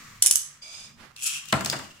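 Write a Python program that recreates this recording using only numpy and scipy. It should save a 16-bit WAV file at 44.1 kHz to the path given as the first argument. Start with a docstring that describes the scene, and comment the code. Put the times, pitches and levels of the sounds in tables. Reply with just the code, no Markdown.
"""A spinning top hums and scrapes softly on a plastic stadium's floor, over room noise and a low rumble.
A second top is snapped tight with four hard clacks: noise cracks over a ring of modes, in a tiled room.
The ripcord zips into the launcher and is pulled: teeth make noise bursts, and the gear whirrs on.
The top drops in with a hollow thump of shell modes and clatter, then knocks against the wall and the other
top with dry noise ticks, while its whirr flutters as resonant noise."""
import sys
import numpy as np
from scipy import signal
from scipy.fft import rfft, irfft, next_fast_len
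from scipy.io import wavfile
from scipy.ndimage import map_coordinates

SR = 44100
rng = np.random.default_rng(int(sys.argv[2]) if len(sys.argv) > 2 else 0)


def store_pcm(level_fs):
    """Save levels as 16-bit WAV."""
    pcm = np.round(np.clip(level_fs, -1, 1) * 32767).astype(np.int16)
    wavfile.write(sys.argv[1], SR, np.atleast_2d(pcm).T)


N = 88200
T = np.arange(N) / SR


def amp(db):
    """Decibels to linear gain."""
    return 10 ** (np.asarray(db) / 20)


def unit(x):
    """x scaled to rms 1."""
    return x / np.sqrt(np.mean(x ** 2) + 1e-20)


def along(points, hz):
    """Read (frequency [Hz], value) points on a log frequency axis."""
    point_hz, values = np.transpose(points)
    return np.interp(np.log(hz + 1), np.log(point_hz + 1), values)


def curves(rows):
    """One curve over time for each column after the time."""
    times, *columns = np.transpose(rows)
    return [np.interp(T, times, column) for column in columns]


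def during(rows):
    """True from the first row's time to the last."""
    return (T >= rows[0][0]) & (T <= rows[-1][0])


def wobble(rate):
    """A smooth random curve with rate knots a second."""
    knots = rng.standard_normal(int(N * rate / SR) + 4)
    return map_coordinates(knots, [T * rate])


def fade(t60):
    """Exponential decay, down 60 dB after t60 seconds; 1 - fade is a soft onset."""
    return np.exp(-np.log(1000) * T / t60)


def at(x, s):
    """Delay stereo x by s seconds."""
    return np.pad(x, ((0, 0), (round(s * SR), 0)))[:, :N]


def pan(db):
    """Left and right gains; positive dB favours the left."""
    return amp([[db / 2], [-db / 2]])


def filtered(x, response):
    """x times a response of frequency, padded so that its end does not wrap round."""
    size = 2 * next_fast_len(N)
    hz = np.fft.rfftfreq(size, 1 / SR)
    return irfft(rfft(x, size) * response(hz), size)[..., :N]


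def resonant(x, peaks):
    """x through parallel resonances of alternating sign, at rms 1."""
    def response(f):
        total = 0
        for k, (centre, width, db) in enumerate(peaks):
            band = 1j * f * width / (centre ** 2 - f ** 2 + 1j * f * width)
            total = total + (-1) ** k * amp(db) * band
        return total
    return unit(filtered(x, response))


def coloured(x, colour):
    """x with a broad colour, at rms 1."""
    return unit(filtered(x, lambda f: amp(along(colour, f))))


def noise(apart_hz=600, width=1.0):
    """Stereo white noise, alike in the bass and parting in the treble."""
    def turn(f):
        return np.arctan(width * f / (f + apart_hz))
    mid, side = rng.standard_normal((2, N))
    mid = filtered(mid, lambda f: np.cos(turn(f)))
    side = filtered(side, lambda f: np.sin(turn(f)))
    return np.array([mid + side, mid - side])


def dying(x, t60s):
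    """x with each frequency fading at its own speed."""
    hz, t, z = signal.stft(x, SR, nperseg=256)
    decay = amp(-60 * t / along(t60s, hz)[:, None])
    return signal.istft(z * decay, SR, nperseg=256)[1][:, :N]


def ring(modes, detune, spread):
    """Struck modes, retuned a little at each blow, their phases parting left from right in the treble."""
    out = 0
    for hz, db, t60 in modes:
        phase = rng.uniform(0, 2 * np.pi) + spread * hz / (hz + 500) * rng.standard_normal((2, 1))
        mode_hz = hz * (1 + detune * rng.standard_normal())
        out = out + amp(db) * fade(t60) * np.sin(2 * np.pi * mode_hz * T + phase + 0.5 * wobble(60))
    return out


STRIKE_RIPPLE_DB, STRIKE_RIPPLE_HZ = 2.5, 650  # random spread and spacing of the colour's knots


def struck_anew(x):
    """Each blow lands on another spot and brings out other resonances."""
    gains_db = STRIKE_RIPPLE_DB * rng.standard_normal(SR // STRIKE_RIPPLE_HZ)
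    return unit(filtered(x, lambda f: amp(map_coordinates(gains_db, [f / STRIKE_RIPPLE_HZ]))))


# decay of the tiled room: (frequency [Hz], t60 [s])
ROOM_DECAY = [(150, 0.51), (1000, 0.53), (4000, 0.42), (8000, 0.35), (15000, 0.18)]
# bounces off nearby surfaces: (delay [s], level before echo_db [dB], left over right [dB])
NEAR_BOUNCES = [(.0078, -18, -4.5), (0.0137, -15.5, 0.5), (0.0216, -25.5, 5.5)]


def room(x, wet_db, echo_db=0):
    """Direct sound, bounces off nearby surfaces and the room's diffuse tail."""
    tail = dying(noise(apart_hz=195, width=0.92), ROOM_DECAY)
    tail = tail * (1 - fade(0.014)) * amp(1.3 * wobble(408))
    tail = at(tail, .006) / np.linalg.norm(tail[0])
    early = sum(amp(db + echo_db) * pan(pan_db) * at(x, s) for s, db, pan_db in NEAR_BOUNCES)
    return x + early + amp(wet_db) * signal.fftconvolve(x, tail, axes=1)[:, :N]


# swell of the low rumble: (time [s], level [dB])
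RUMBLE_LEVEL = [(0, -62.5), (.17, -54), (.3, -64), (.6, -69.5), (1.0, -63), (1.45, -73), (1.6, -55),
                (2, -65)]
# tone of the rumble: (frequency [Hz], level [dB])
RUMBLE_TONE = [(20, -2), (65, -7.5), (95, 4), (130, -6), (300, -31.5)]
# tone of the steady room noise: (frequency [Hz], level [dB])
ROOM_NOISE_TONE = [(25, -0.5), (150, -8), (400, -11), (1300, -5.5), (15000, -30)]
ROOM_NOISE_DB = -67


def background():
    """Low rumble and faint room noise, both coloured noise."""
    rumble_db, = curves(RUMBLE_LEVEL)
    rumble = amp(rumble_db) * coloured(noise(), RUMBLE_TONE)
    return rumble + amp(ROOM_NOISE_DB) * coloured(noise(), ROOM_NOISE_TONE)


# tips running on the floor: (time [s], hum level [dB], scrape level [dB])
ROLL_LEVELS = [(0, -53.5, -46.5), (.1, -55.5, -48.5), (.2, -65.5, -53), (.55, -69.5, -56), (.75, -70, -76),
               (.9, -56, -55), (1.04, -56, -95), (1.14, -68.5, -64.5), (1.35, -62.5, -53.5),
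               (1.5, -59.5, -55.5), (1.8, -44.5, -46), (2, -80, -61)]
# resonances of the hum: (centre [Hz], width [Hz], level [dB])
HUM_RESONANCES = [(144.2, 6.1, 6), (222.3, 52, -7.5)]
# tone of the scrape: (frequency [Hz], level [dB])
SCRAPE_TONE = [(200, -11), (850, -12), (1150, 4.5), (1500, -1), (1900, 3), (3200, -6.5), (7000, -4.5),
               (10000, -16.5), (15000, -17.5)]


def rolling():
    """Spinning tips make the stadium floor hum and scrape over it."""
    hum_db, scrape_db = curves(ROLL_LEVELS)
    hum = amp(hum_db) * resonant(noise(), HUM_RESONANCES)
    scrape = amp(scrape_db + 0.52 * wobble(99)) * coloured(noise(), SCRAPE_TONE)
    return hum + scrape


# handling of the launcher: (time [s], level [dB])
SCUFF_LEVEL = [(.965, -66), (1.005, -51), (1.025, -47.5), (1.07, -55), (1.12, -61)]
# tone of the rub: (frequency [Hz], level [dB])
SCUFF_TONE = [(70, -10), (150, -3), (600, -7), (1400, -0.5), (2300, -5), (5000, -11.5), (9000, -19.5),
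              (15000, -29)]


def scuff():
    """A soft rub, as coloured noise, as the launcher is gripped and raised."""
    level_db, = curves(SCUFF_LEVEL)
    level = amp(level_db + 2.2 * wobble(78.5)) * during(SCUFF_LEVEL)
    return room(level * pan(-7.5) * coloured(noise(), SCUFF_TONE), wet_db=-11.5)


# the fresh top's whirr: (time [s], level [dB])
WHIRR_LEVEL = [(1.45, -72), (1.48, -45.5), (1.76, -45.5), (2, -57.5)]
# resonances of the whirr: (centre [Hz], width [Hz], level [dB])
WHIRR_RESONANCES = [(2814, 190, 1), (6760, 3600, -14)]


def whirr():
    """The freshly launched top whirrs as resonant noise, fluttering as it wobbles."""
    level_db, = curves(WHIRR_LEVEL)
    level = amp(level_db + 3.8 * wobble(70.36)) * during(WHIRR_LEVEL)
    return level * resonant(noise(), WHIRR_RESONANCES)


# ripcord fed in: (time [s], level [dB], tooth rate [1/s])
FEED_MOTION = [(.612, -75, 380), (.622, -46, 453), (.70, -45.5, 646), (.75, -43.5, 684), (.81, -44, 720),
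               (.875, -48, 496), (.905, -73.5, 390)]
# tone of the feeding teeth: (frequency [Hz], level [dB])
FEED_TONE = [(200, -10.5), (1400, -1.5), (1900, -7), (2700, 2.5), (4200, 1), (6000, 4), (8000, 1),
             (11000, -9.5), (15000, -28)]
# whine of the sliding cord: (settled centre [Hz], width [Hz], level [dB])
WHINE_BANDS = [(2446, 260, -5.5), (3620, 260, -6.5), (5020, 200, 2.5), (6630, 360, -5)]
# faint low tone as the cord goes in: (time [s], pitch [Hz], level [dB])
LOW_TONE = [(.62, 570, -75), (.68, 633, -61.5), (.74, 730, -76)]
WHINE_FLAT, WHINE_RISE_S = 0.04, 0.17  # starts this share flat and settles over this time
WHINE_DB, WHINE_BITE_DB = -3.5, 4  # settled level, and the extra while the cord is still slow


def cord_feed():
    """The cord zips in softly; its whine bites at once and rises as it gets up to speed."""
    level_db, rate = curves(FEED_MOTION)
    turns = np.cumsum(rate * (1 + 0.041 * wobble(90))) / SR
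    teeth = unit(np.exp(-(turns % 1) / rate / 0.00032) * amp(0.93 * wobble(100)))
    slow = np.exp(-(np.maximum(T - FEED_MOTION[0][0], 0) / WHINE_RISE_S) ** 2)
    clock = np.cumsum(1 - WHINE_FLAT * slow) / SR  # runs slow at first, so all bands start flat

    def band(hz, width):
        drift = wobble(width) + 1j * wobble(width)
        return np.real(drift * np.exp(2j * np.pi * hz * clock))

    def whine_channel():
        return sum(amp(db) * band(hz, width) for hz, width, db in WHINE_BANDS)

    whine = unit(np.array([whine_channel(), whine_channel()]))
    zip_noise = coloured(teeth * noise(), FEED_TONE)
    cord = amp(WHINE_DB + WHINE_BITE_DB * slow) * whine + amp(-5) * zip_noise
    tone_hz, tone_db = curves(LOW_TONE)
    tone = unit(np.sin(2 * np.pi * np.cumsum(tone_hz) / SR))
    tone = amp(tone_db + 1.8 * wobble(76.7)) * during(LOW_TONE) * tone
    return room((cord * amp(level_db) * during(FEED_MOTION) + tone) * pan(-3.5), wet_db=-7.5)


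def ratchet(motion, peaks, colour, rasp_db, scatter_db, tooth_s):
    """Teeth slip past a pawl: every tooth is a tiny burst that rings the launcher's case."""
    level_db, rate = curves(motion)
    turns = np.cumsum(rate * (1 + .08 * wobble(90))) / SR
    size = amp(scatter_db * rng.standard_normal(N))[turns.astype(int)]  # one size per tooth
    teeth = size * np.exp(-(turns % 1) / rate / tooth_s) * during(motion)
    sound = resonant(teeth * noise(), peaks) + amp(rasp_db) * coloured(teeth * noise(), colour)
    # rms 1 while moving, not over the whole length
    return unit(sound) * np.sqrt(during(motion).mean()) * amp(level_db)


# ripcord pulled: (time [s], level [dB], tooth rate [1/s])
PULL_MOTION = [(1.165, -50.5, 250), (1.203, -48.5, 370), (1.238, -26.5, 690), (1.254, -36, 770),
               (1.265, -24, 1200), (1.276, -23.5, 1340), (1.288, -51, 1180), (1.35, -35, 680),
               (1.385, -45, 580), (1.41, -76, 670)]
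# case resonances under the pull: (centre [Hz], width [Hz], level [dB])
PULL_RESONANCES = [(7020, 280, 0.5), (7840, 320, -1), (9650, 1600, -8)]
# tone of the pull's rasp: (frequency [Hz], level before rasp_db [dB])
PULL_TONE = [(400, -37), (1400, -19), (3700, -4), (5500, 5.5), (7500, 6.5), (10500, 4.5), (12500, -3.5),
             (15500, -20)]
# gear whirring on: (time [s], level [dB], knock rate [1/s])
GEAR_MOTION = [(1.16, -47, 102), (1.21, -45.5, 132), (1.26, -36.5, 200), (1.31, -35, 160),
               (1.365, -37, 130), (1.39, -46, 145), (1.46, -76, 52)]
# case resonances under the gear: (centre [Hz], width [Hz], level [dB])
GEAR_RESONANCES = [(2610, 234, -2.5), (2840, 480, -6.5), (3175, 270, -7.5), (5860, 270, -10.5)]
# tone of the gear's rasp: (frequency [Hz], level before rasp_db [dB])
GEAR_TONE = [(500, -35), (1350, 9.5), (2000, -4), (2700, 16), (3700, 7), (9000, -3)]


def launcher():
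    """The cord is ripped out over fine teeth and leaves the gear whirring with even knocks."""
    pull = ratchet(PULL_MOTION, PULL_RESONANCES, PULL_TONE, rasp_db=-1.0, scatter_db=2.2, tooth_s=0.0011)
    gear = ratchet(GEAR_MOTION, GEAR_RESONANCES, GEAR_TONE, rasp_db=-5.5, scatter_db=1.2, tooth_s=0.0022)
    return room(pull * pan(3.6) + gear * pan(0.15), wet_db=-4.0)


# light clicks of hard parts: (time [s], level before a common lift [dB], left over right [dB])
CLICK_HITS = [(1.163, -37.5, 1.5), (1.21, -46, 6), (1.455, -40, 13), (1.486, -38.5, 9), (1.5250, -17.5, 7),
              (1.6083, -29, 8.5), (1.6470, -21.5, 6), (1.6594, -19, 0), (1.672, -36, -7),
              (1.6990, -16.5, 3), (1.725, -27.5, 2), (1.7892, -35, 2)]
# tone of the clicks: (frequency [Hz], level [dB])
CLICK_TONE = [(300, -24), (2200, -1), (4700, 6.5), (5700, 1.5), (7200, 7), (9300, 1.5), (12500, -7),
              (15200, -4.5)]


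def clicks():
    """Hard parts touch: dry noise ticks, each with its own colour."""
    out = 0
    for s, db, pan_db in CLICK_HITS:
        tick = struck_anew(coloured(noise(), CLICK_TONE)) * fade(0.025) * (1 - fade(0.00077))
        out = out + at(amp(db + 0.5) * pan(pan_db) * tick, s)
    return room(out, wet_db=-7.0)


# blows on the stadium: (time [s], clatter level [dB], boom level [dB])
THUMP_HITS = [(0.2446, -41, -56), (1.5266, -15.5, -24), (1.545, -35, -40), (1.6070, -31.5, -37.5),
              (1.6610, -30.5, -46), (1.7277, -28, -44.5), (1.7312, -28, -42), (1.7940, -37.5, -53)]
# modes of the stadium's shell: (frequency [Hz], level [dB], t60 [s])
SHELL_RING = [(88, -17.5, .25), (141.8, -8, 0.4), (208, -1.5, 0.24), (533, -9.5, 0.15), (661.5, 1, 0.17),
              (766, -7, .18), (1048, 1, 0.11), (1358, 0.5, 0.15), (1823, -14, 0.12)]
# tone of the clatter: (frequency [Hz], level [dB])
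CLATTER_TONE = [(25, -33.5), (55, -8), (120, -1.5), (220, -1.5), (310, -4), (480, -4), (1400, 3.5),
                (2700, 0.5), (4500, -5.5), (8000, -34.5)]
# decay of the clatter: (frequency [Hz], t60 [s])
CLATTER_DECAY = [(150, 0.48), (1000, 0.18), (3000, 0.046), (10000, 0.045)]


def thumps():
    """The thin shell booms in a few modes over a dense, quickly dying clatter."""
    out = 0
    for s, clatter_db, boom_db in THUMP_HITS:
        clatter = coloured(noise(apart_hz=350, width=0.88), CLATTER_TONE)
        clatter = dying(clatter, CLATTER_DECAY) * (1 + 1.5 * fade(0.012))  # extra punch at the start
        boom = ring(SHELL_RING, detune=0.0046, spread=0.906)
        thump = (amp(clatter_db) * clatter + amp(boom_db) * boom) * (1 - fade(0.0067))
        out = out + at(thump, s)
    return room(out * pan(1.2), wet_db=-10.0, echo_db=-14.5)


# snaps and rattles of the top's lock: (time [s], level before a common lift [dB], left over right [dB])
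SNAP_HITS = [(0.221, -25, -4), (0.2236, -4, 0), (0.261, -6, -3.5), (.2690, -10, -4.5), (0.274, -20.5, -3.5),
             (0.3106, -5, -3), (0.3565, -8, -2.5)]
# ring of the locking parts: (frequency [Hz], level [dB], t60 [s])
LOCK_RING = [(2958, -15.5, 0.024), (3654, -20, 0.024), (5724, -11.5, 0.0086), (6880, -3, 0.011),
             (8060, -3, 0.017), (9200, -2, 0.013), (9840, 7, 0.011), (10900, -11, 0.0091)]
# tone of the crack: (frequency [Hz], level [dB])
CRACK_TONE = [(150, -48), (1000, -21.5), (2200, -12), (4300, -6.5), (5700, 6), (7400, 3.5), (9800, 2.5),
              (12500, -2), (16000, -15)]


def snaps():
    """Each snap is a short noise crack with a brief ring of the locking parts."""
    out = 0
    for s, db, pan_db in SNAP_HITS:
        crack = struck_anew(coloured(noise(), CRACK_TONE)) * fade(0.022)
        lock = ring(LOCK_RING, detune=0.029, spread=0.72)
        snap = (amp(-1.5) * crack + amp(-5.5) * lock) * (1 - fade(0.0027))
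        out = out + room(at(amp(db + 1.5) * pan(pan_db) * snap, s), wet_db=-7.0, echo_db=3.5)
    return out


def scene():
    """All layers, from the background to the snapping top."""
    ambience = background() + rolling() + scuff() + whirr()
    return ambience + cord_feed() + launcher() + clicks() + thumps() + snaps()


TOP_HZ = 15700  # band limit


def record(dry):
    """The recorder rounds off the highest peaks and cuts steeply above its band limit."""
    rounded = dry / (1 + np.abs(dry / .76) ** 6) ** (1 / 6)  # no peak passes 0.76 here
    return filtered(rounded, lambda hz: 1 / np.sqrt(1 + (hz / TOP_HZ) ** 120))


dry = scene()
out = record(dry)
store_pcm(out)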